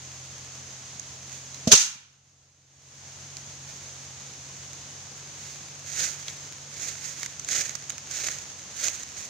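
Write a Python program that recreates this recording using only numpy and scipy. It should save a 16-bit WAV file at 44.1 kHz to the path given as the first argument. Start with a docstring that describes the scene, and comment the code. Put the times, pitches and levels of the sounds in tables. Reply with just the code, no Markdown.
"""A heavy spiny fruit drops from a tree into a jute sack: the impact thuds on the slack cloth,
which snaps taut with a loud smack while the spines scrape along its fibres.
Dry leaves and twigs fracture under someone's feet, mostly later, close to a microphone whose port
resonates in the treble. Behind it all are the orchard's hiss and a far engine, which the
gain control ducks for about a second after the smack."""
import sys
import numpy as np
from scipy import signal
from scipy.fft import rfft, irfft, next_fast_len
from scipy.io import wavfile
from scipy.ndimage import uniform_filter1d, minimum_filter1d

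SR = 44100
rng = np.random.default_rng(int(sys.argv[2]) if len(sys.argv) > 2 else 0)


def waveform_to_disk(signal):
    """Save audio, clipped to [-1, 1], as 16-bit WAV at the path in sys.argv[1]."""
    frames = np.transpose(np.atleast_2d(signal))
    scaled = np.clip(frames, -1, 1) * 32767
    samples = np.round(scaled).astype(np.int16)
    wavfile.write(sys.argv[1], SR, samples)


N = 409688
TOUCH_S, TAUT_S = 1.673, 1.725  # the fruit meets the cloth; the cloth is taut

# spectra of the snapping cloth, the displaced air and the scraping spines: frequency_hz, level_db
CLOTH_SPECTRUM = [(40, -21.5), (250, -11), (700, -5.5), (1400, -3), (2200, -2.5), (3000, 4), (5800, 3.5),
                  (7500, -4.5), (10000, -11.5), (15500, -22)]
WHUMP_SPECTRUM = [(45, -12.5), (120, -4), (220, 1), (290, -3.5), (450, 2.5), (620, -8), (780, -14),
                  (930, -6), (1400, -10.5), (2200, -19.5), (5000, -33.5)]
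SCRAPE_SPECTRUM = [(100, -31.5), (400, -29.5), (1000, -19.5), (2000, -8.5), (3000, -4), (5500, -3.5),
                   (7200, -8), (9500, -16.5), (12000, -25.5), (15500, -27)]
# spines catching in the fibres: peak_s, level_db, rise_s, t60_s
SPINE_SLIPS = [(1.730, -3.5, 0.026, 0.42), (1.753, -4.5, .003, 0.033), (1.761, -6, .003, 0.019),
               (1.778, -9, .06, 0.13), (1.809, -11.5, 0.066, 0.24)]
# stereo image of the sack: frequency_hz, coherence, left_minus_right_db
SACK_STEREO = [(100, 0.23, -7.5), (400, 0.22, -4.5), (1400, 0.11, -2), (3100, 0.25, -1), (7000, .07, -2),
               (15000, 0.0044, -2.5)]
def smack(snap_db=8.5, whump_db=-2.5):
    """Impulsive loading: the sack snaps taut and displaces air; friction on the spines brakes the fruit."""
    cloth = spread(white_pair(), SACK_STEREO)
    snap = from_db(snap_db) * burst(TAUT_S, rise=0.017, t60=0.13) * colour(cloth, CLOTH_SPECTRUM)
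    shove = from_db(whump_db) * burst(TAUT_S + 0.0094, rise=0.034, t60=0.036)
    slipping = sum(from_db(db) * burst(at, rise, t60) for at, db, rise, t60 in SPINE_SLIPS)
    fibres = spread(crackle(per_s=14000, size_db=2.5), SACK_STEREO)
    return snap + shove * colour(cloth, WHUMP_SPECTRUM) + slipping * colour(fibres, SCRAPE_SPECTRUM)


# modes of the slack sack: pitch_hz, level_db, t60_s
SACK_MODES = [(189, -13, 0.025), (230, -14.5, 0.076), (460, -23, .04), (640, -23, 0.093)]
def thud(slap_db=-28, drag_db=-39, creak_db=-35, slack_hz=480, taut_hz=750):
    """Impact excites the slack cloth's damped modes; rising tension then raises the pitch of its creak."""
    tension = np.clip((clock() - TOUCH_S) / (TAUT_S - TOUCH_S), 0, 1)
    sliding = (tension > 0) & (tension < 1)
    creak_hz = slack_hz + (taut_hz - slack_hz) * tension ** 2
    creak = from_db(creak_db) * sliding * np.sin(2 * np.pi * np.cumsum(creak_hz) / SR)
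    slap = from_db(slap_db) * burst(TOUCH_S + 0.0024, rise=0.006, t60=0.062)
    rubbing = slap + from_db(drag_db) * sliding
    weave = colour(spread(white_pair(), SACK_STEREO), CLOTH_SPECTRUM)
    return (knock(TOUCH_S, SACK_MODES, soft_hz=905) + creak) * pan(-2.0) + rubbing * weave


def swing_back(start_s=1.955, level_db=-24):
    """A weak second impact excites the same modes as the loaded sack swings back."""
    return from_db(level_db) * knock(start_s, SACK_MODES, soft_hz=900)


# modes of the sack's belly: pitch_hz, level_db, t60_s
BELLY_MODES = [(133, -14, 0.1), (205, -4.5, 0.066), (438, -3.5, 0.036)]
def belly():
    """Damped free vibration: the sack's belly swings out under the sudden weight."""
    return knock(TAUT_S + 0.003, BELLY_MODES, soft_hz=700) * pan(-9.5)


# footfalls: full_weight_s, level_db, heel_relative_db, roll_s, fade_s, left_minus_right_db
FOOTFALLS = [(1.33, -43.5, -7.5, 0.021, 0.18, -3), (3.80, -53.5, 5, 0.11, .7, -3),
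             (4.60, -54, -3, 0.061, .5, 0), (5.47, -44.5, -10.5, .12, 0.72, -1.5),
             (6.012, -29, -15, 0.15, 0.53, -4.5), (6.27, -43, -17, 0.054, 0.55, 6),
             (6.83, -35.5, -8.5, 0.11, 0.9, -4), (7.06, -39, -15, 0.053, 0.24, -7.5),
             (7.22, -42.5, -4, 0.043, 0.28, -1), (7.568, -27, -10, .085, 0.38, -3),
             (8.255, -30.5, -4.5, 0.14, .5, -2.5), (8.856, -27.5, -13, 0.092, 0.12, -4),
             (9.19, -40, -1, 0.017, 0.39, -3)]
# spectra of crushed leaves and of the soil: frequency_hz, level_db
LEAF_SPECTRUM = [(100, -19), (300, -10.5), (600, -6), (1000, -9.5), (1400, 1), (2200, 3.5), (3000, -2),
                 (4000, 0.5), (5500, -2.5), (7200, -2.5), (9000, -12.5), (11500, -16.5), (15500, -17.5)]
SOIL_SPECTRUM = [(60, 1.5), (150, -4), (280, -0.5), (600, 0), (900, -13.5), (2000, -25.5)]
# stereo image of the leaf litter: frequency_hz, coherence, left_minus_right_db
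LITTER_STEREO = [(204, 0.9, 3), (1000, 0.91, 0), (2800, 0.75, 3), (6300, 0.21, -7.5), (15000, .1, -3.5)]
def footsteps(level_db=-5.0, uneven_db=2.0, soil_db=-24):
    """Granular fracture: dry leaves crush under each foot's pressure, and the soil thumps dully."""
    pressure = sum(from_db(db) * foot_pressure(at, heel_db, roll_s, fade_s) * pan(side_db)
                   for at, db, heel_db, roll_s, fade_s, side_db in FOOTFALLS)
    grains = spread(crackle(per_s=6000, size_db=3.0), LITTER_STEREO)
    weight = sum(from_db(db + soil_db) * burst(at + 0.015, rise=0.3, t60=0.23)
                 for at, db, *_ in FOOTFALLS)
    crunch = from_db(level_db + uneven_db * drift(70)) * pressure * colour(grains, LEAF_SPECTRUM)
    return hollow_crunch(crunch) + weight * colour(grains, SOIL_SPECTRUM)


def foot_pressure(at, heel_db, roll_s, fade_s, attack_s=0.081, hold_s=0.026):
    """Loading and relaxation: the heel touches, the sole rolls down and lifts, the leaves settle."""
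    phases_s = at - roll_s - attack_s + np.cumsum([0, attack_s, roll_s, hold_s, fade_s])
    pressure_db = np.interp(clock(), phases_s, [-60, heel_db, 0, 0, -60], left=-120, right=-120)
    settling = from_db(-7.5) * burst(at, attack_s, t60=0.92)
    return np.maximum(from_db(pressure_db), settling)


def hollow_crunch(x, hz=1050, width_hz=700):
    """Phase shift: an all-pass on the left channel makes the crunch hollow and wide near 1 kHz."""
    return np.array([x[0] - 2 * resonance(x[0], hz, width_hz), x[1]])


# twigs and leaves breaking: start_s, level_db, pitch_hz, left_minus_right_db, ring_db
BREAKS = [(.996, -31, 6530, -7, 9), (1.545, -27, 4120, 0, 10), (3.369, -26.5, 5210, -3, 10),
          (4.732, -32, 6800, -8, 10), (6.282, -20.5, 3550, -3, 22), (7.231, -20.5, 2060, -5, 10),
          (7.261, -22.5, 2040, -4, -1), (7.396, -26, 6020, -1, 2), (7.447, -27, 6960, 5, 10),
          (7.488, -17, 1653, -5, 7), (7.694, -21, 2210, -9, 5), (7.753, -22, 5070, -12, 0),
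          (7.896, -25, 6640, -5, 15), (7.902, -21, 1490, -5, -8), (7.981, -26.5, 2170, -6, 5),
          (8.112, -27, 4970, -7, 0), (8.286, -16, 2050, -2, 4), (8.386, -26.5, 5060, -7, -1),
          (8.883, -15.5, 2516, -1, -1), (9.033, -26.5, 6000, -2, -3)]
def twig_snaps(level_db=-0.5, t60_s=0.015, ring_width_hz=260):
    """Brittle fracture: short cracks with a pitched ring, the highest near the microphone's resonance."""
    out, size = np.zeros((2, N)), 2048
    grain = colour(spread(white_pair(), LITTER_STEREO), LEAF_SPECTRUM)
    decay = from_db(-60 * np.arange(size) / SR / t60_s)
    for start_s, db, hz, side_db, ring_db in BREAKS:
        at = int(start_s * SR)
        crack = grain[:, at:at + size] * decay
        crack = crack + from_db(ring_db) * resonance(crack, hz, ring_width_hz)
        out[:, at:at + size] += from_db(db + level_db) * pan(side_db) * crack / np.abs(crack).max()
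    return out


def leaf_ticks(level_db=-62, stirred_db=5):
    """Sparse random impulses: single leaves tick faintly, louder once the walker stirs the litter."""
    walking = np.interp(clock(), [5.0, 6.0], [0, 1])
    ticks = spread(crackle(per_s=60, size_db=3.0), LITTER_STEREO)
    return from_db(level_db + stirred_db * walking) * colour(ticks, LEAF_SPECTRUM)


# spectrum of the orchard's ambient noise: frequency_hz, level_db
AIR_SPECTRUM = [(25, 1.5), (50, 2), (85, 10), (170, 6.5), (250, 2.5), (350, 0), (600, 1.5), (1500, 0.5),
                (5000, -0.5), (7000, -3.5), (8500, -10.5), (11500, -22), (15500, -23.5)]
# its stereo image: frequency_hz, coherence, left_minus_right_db
AIR_STEREO = [(130, 1, 1), (290, 0.93, 1.5), (640, 0.81, 1.5), (1410, 0.064, -.5), (2970, 0.48, 0.5),
              (6800, 0.047, -0.5), (15000, .03, 0.5)]
def orchard_air(level_db=-47.5, waver_db=0.5):
    """Incoherent summation: far insects and foliage merge into an even hiss over a low rumble."""
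    hiss = colour(spread(white_pair(), AIR_STEREO), AIR_SPECTRUM)
    return from_db(level_db + waver_db * drift(14)) * hiss * pan(-0.8)


# course of the engine: time_s, firing_hz, level_db
ENGINE_COURSE = [(0.1, 131.3, -51), (1.294, 131.2, -54), (1.55, 132.6, -51.5), (3.2, 136.5, -53),
                 (3.44, 137.8, -51), (4.12, 133.5, -54.5), (4.96, 138.2, -54.5), (6.39, 142.0, -53),
                 (6.51, 138.7, -56.5), (6.71, 141.1, -54.5), (9.29, 135.3, -61)]
# its spectral lines: multiple_of_firing_rate, level_db
ENGINE_LINES = [(1 / 3, -22.5), (2 / 3, -5.5), (1, 0), (5 / 3, -24.5), (2, -21.5)]
def far_engine(waver_db=0.06, jitter=0.008):
    """Periodic firing of three cylinders: only the lowest orders carry this far, and they fade late on."""
    time_s, firing_hz, level_db = np.transpose(ENGINE_COURSE)
    rate_hz = np.interp(clock(), time_s, firing_hz) * (1 + jitter * drift(25))
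    firings = np.cumsum(rate_hz) / SR
    lines = sum(from_db(db + waver_db * drift(12)) * np.sin(2 * np.pi * (order * firings + rng.random()))
                for order, db in ENGINE_LINES)
    return from_db(np.interp(clock(), time_s, level_db)) * np.sqrt(2) * lines


# spectrum of the sound scattered by the trees: frequency_hz, level_db
SCATTER_SPECTRUM = [(80, -5.5), (200, -3.5), (400, -11), (800, 2.5), (1500, 6.5), (3000, 2), (6000, -9),
                    (9000, -20), (15500, -32)]
def tree_scatter(x, wet_db=-21, t60_s=0.63):
    """Scattering from trunks and crowns returns a thin, dull reverberant tail."""
    tail = colour(white_pair(), SCATTER_SPECTRUM) * burst(0.024, rise=0.06, t60=t60_s)
    tail = tail[:, :SR] / np.sqrt(np.sum(tail ** 2) / 2)
    return from_db(wet_db) * signal.fftconvolve(x, tail, axes=1)[:, :N]


def ground_bounce(x, delay_s=0.00215, reflection=0.21):
    """Comb filtering: the delayed ground reflection interferes with the direct sound."""
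    return x + reflection * np.array([np.interp(clock() - delay_s, clock(), side) for side in x])


def gain_control(x, limit_db=-4.5, hold_s=0.91, release_db_per_s=40,
                 linger_share=0.17, linger_db_per_s=2.5, bass_share=0.75):
    """Limiting: gain drops at once, holds, then recovers in two slopes; the bass is ducked less."""
    power = np.abs(uniform_filter1d(np.mean(x ** 2, axis=0), size=200))
    excess_db = np.maximum(10 * np.log10(power + 1e-12) - limit_db, 0)
    span = int(hold_s * SR) // 2 * 2 + 1
    held_db = -minimum_filter1d(-excess_db, span, origin=span // 2)  # maximum over the past hold_s
    fast, slow = release_db_per_s * clock(), linger_db_per_s * clock()
    releasing_db = np.maximum.accumulate(held_db + fast) - fast
    lingering_db = np.maximum.accumulate(linger_share * held_db + slow) - slow
    cut_db = np.maximum(releasing_db, lingering_db)
    bass = signal.sosfilt(signal.butter(1, 200, fs=SR, output="sos"), x)
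    return (x - bass) * from_db(-cut_db) + bass * from_db(-bass_share * cut_db)


def knock(at, modes, soft_hz):
    """Modal superposition: a soft blow rings a few modes; open cloth radiates little deep bass."""
    blow = np.zeros(N)
    blow[int(at * SR)] = 1
    blow = signal.sosfilt(signal.butter(2, [80, soft_hz], "band", fs=SR, output="sos"), blow + 1e-18)
    return sum(from_db(db) * ring(blow, hz, t60) for hz, db, t60 in modes)


def ring(x, hz, t60):
    """Damped oscillator: a unit impulse starts a decaying sine of height 1."""
    r, w = from_db(-60 / (t60 * SR)), 2 * np.pi * hz / SR
    return signal.lfilter([0, np.sin(w)], [1, -2 * r * np.cos(w), r * r], x + 1e-18)


def resonance(x, hz, width_hz):
    """Second-order band-pass with unit peak gain."""
    return signal.lfilter(*signal.iirpeak(hz, hz / width_hz, fs=SR), x)


def burst(at, rise, t60):
    """Exponential envelope: up 60 dB in `rise` seconds to its peak, then down 60 dB every `t60`."""
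    t = clock() - at
    return from_db(-60 * np.minimum(np.maximum(-t / rise, t / t60), 5))


def crackle(per_s, size_db):
    """Shot noise: two streams of tiny fractures of very uneven size."""
    sizes = from_db(size_db * np.minimum(rng.exponential(1, (2, N)), 4))
    return rms_one((rng.random((2, N)) < per_s / SR) * sizes * rng.choice([-1, 1], (2, N)))


def white_pair():
    """Two independent white noises."""
    return rng.standard_normal((2, N))


def spread(pair, image):
    """Mid-side mixing: two unrelated signals get a coherence and a balance at each frequency."""
    size = next_fast_len(N)
    hz = np.arange(size // 2 + 1) * SR / size
    coherence, sides = np.clip(at_hz(image, hz), -1, 1), np.array([[1], [-1]])
    balance = from_db(sides * at_hz(image, hz, column=2) / 2)
    mid, side = rfft(pair, size)
    left_right = np.sqrt(1 + coherence) * mid + np.sqrt(1 - coherence) * side * sides
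    return irfft(left_right * balance, size)[:, :N]


def colour(x, spectrum):
    """Spectral shaping of a steady signal, scaled to rms 1."""
    size = next_fast_len(N)
    gain = from_db(at_hz(spectrum, np.arange(size // 2 + 1) * SR / size))
    return rms_one(irfft(rfft(x, size) * gain, size)[..., :N])


def at_hz(points, hz, column=1):
    """Interpolate a table column over log frequency."""
    rows = np.array(points)
    return np.interp(np.log(hz + 1e-6), np.log(rows[:, 0]), rows[:, column])


def drift(rate_hz):
    """Slow random fluctuation of rms 1."""
    knots = rng.standard_normal(int(N / SR * rate_hz) + 2)
    return rms_one(np.interp(clock() * rate_hz, np.arange(len(knots)), knots))


def pan(db):
    """Constant-power gains for a left-minus-right level difference."""
    return rms_one(from_db(np.array([[db], [-db]]) / 2))


def from_db(db):
    """Decibels to amplitude ratio."""
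    return 10 ** (np.asarray(db) / 20)


def rms_one(x):
    """Scale to rms 1."""
    return x / np.sqrt(np.mean(x ** 2) + 1e-20)


def clock():
    """Time of each sample in seconds."""
    return np.arange(N) / SR


def scene():
    """Superposition of the catch, the steps, their scatter from the trees and the background."""
    catch = thud() + ground_bounce(smack()) + belly() + swing_back()
    near = catch + footsteps() + twig_snaps() + leaf_ticks()
    return near + tree_scatter(near) + orchard_air() + far_engine()


def record(dry, port_hz=6480, port_width_hz=750, port_db=12.5, low_cut_hz=65, high_cut_hz=15650):
    """Transduction: bass roll-off and port resonance, then gain control, clipping and a steep low-pass."""
    sensed = signal.sosfilt(signal.butter(2, low_cut_hz, "high", fs=SR, output="sos"), dry)
    ducked = gain_control(sensed + from_db(port_db) * resonance(sensed, port_hz, port_width_hz))
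    low_pass = signal.ellip(10, 0.1, 70, high_cut_hz, fs=SR, output="sos")
    return signal.sosfilt(low_pass, np.clip(ducked, -1, 1))


dry = scene()
out = record(dry)
waveform_to_disk(out)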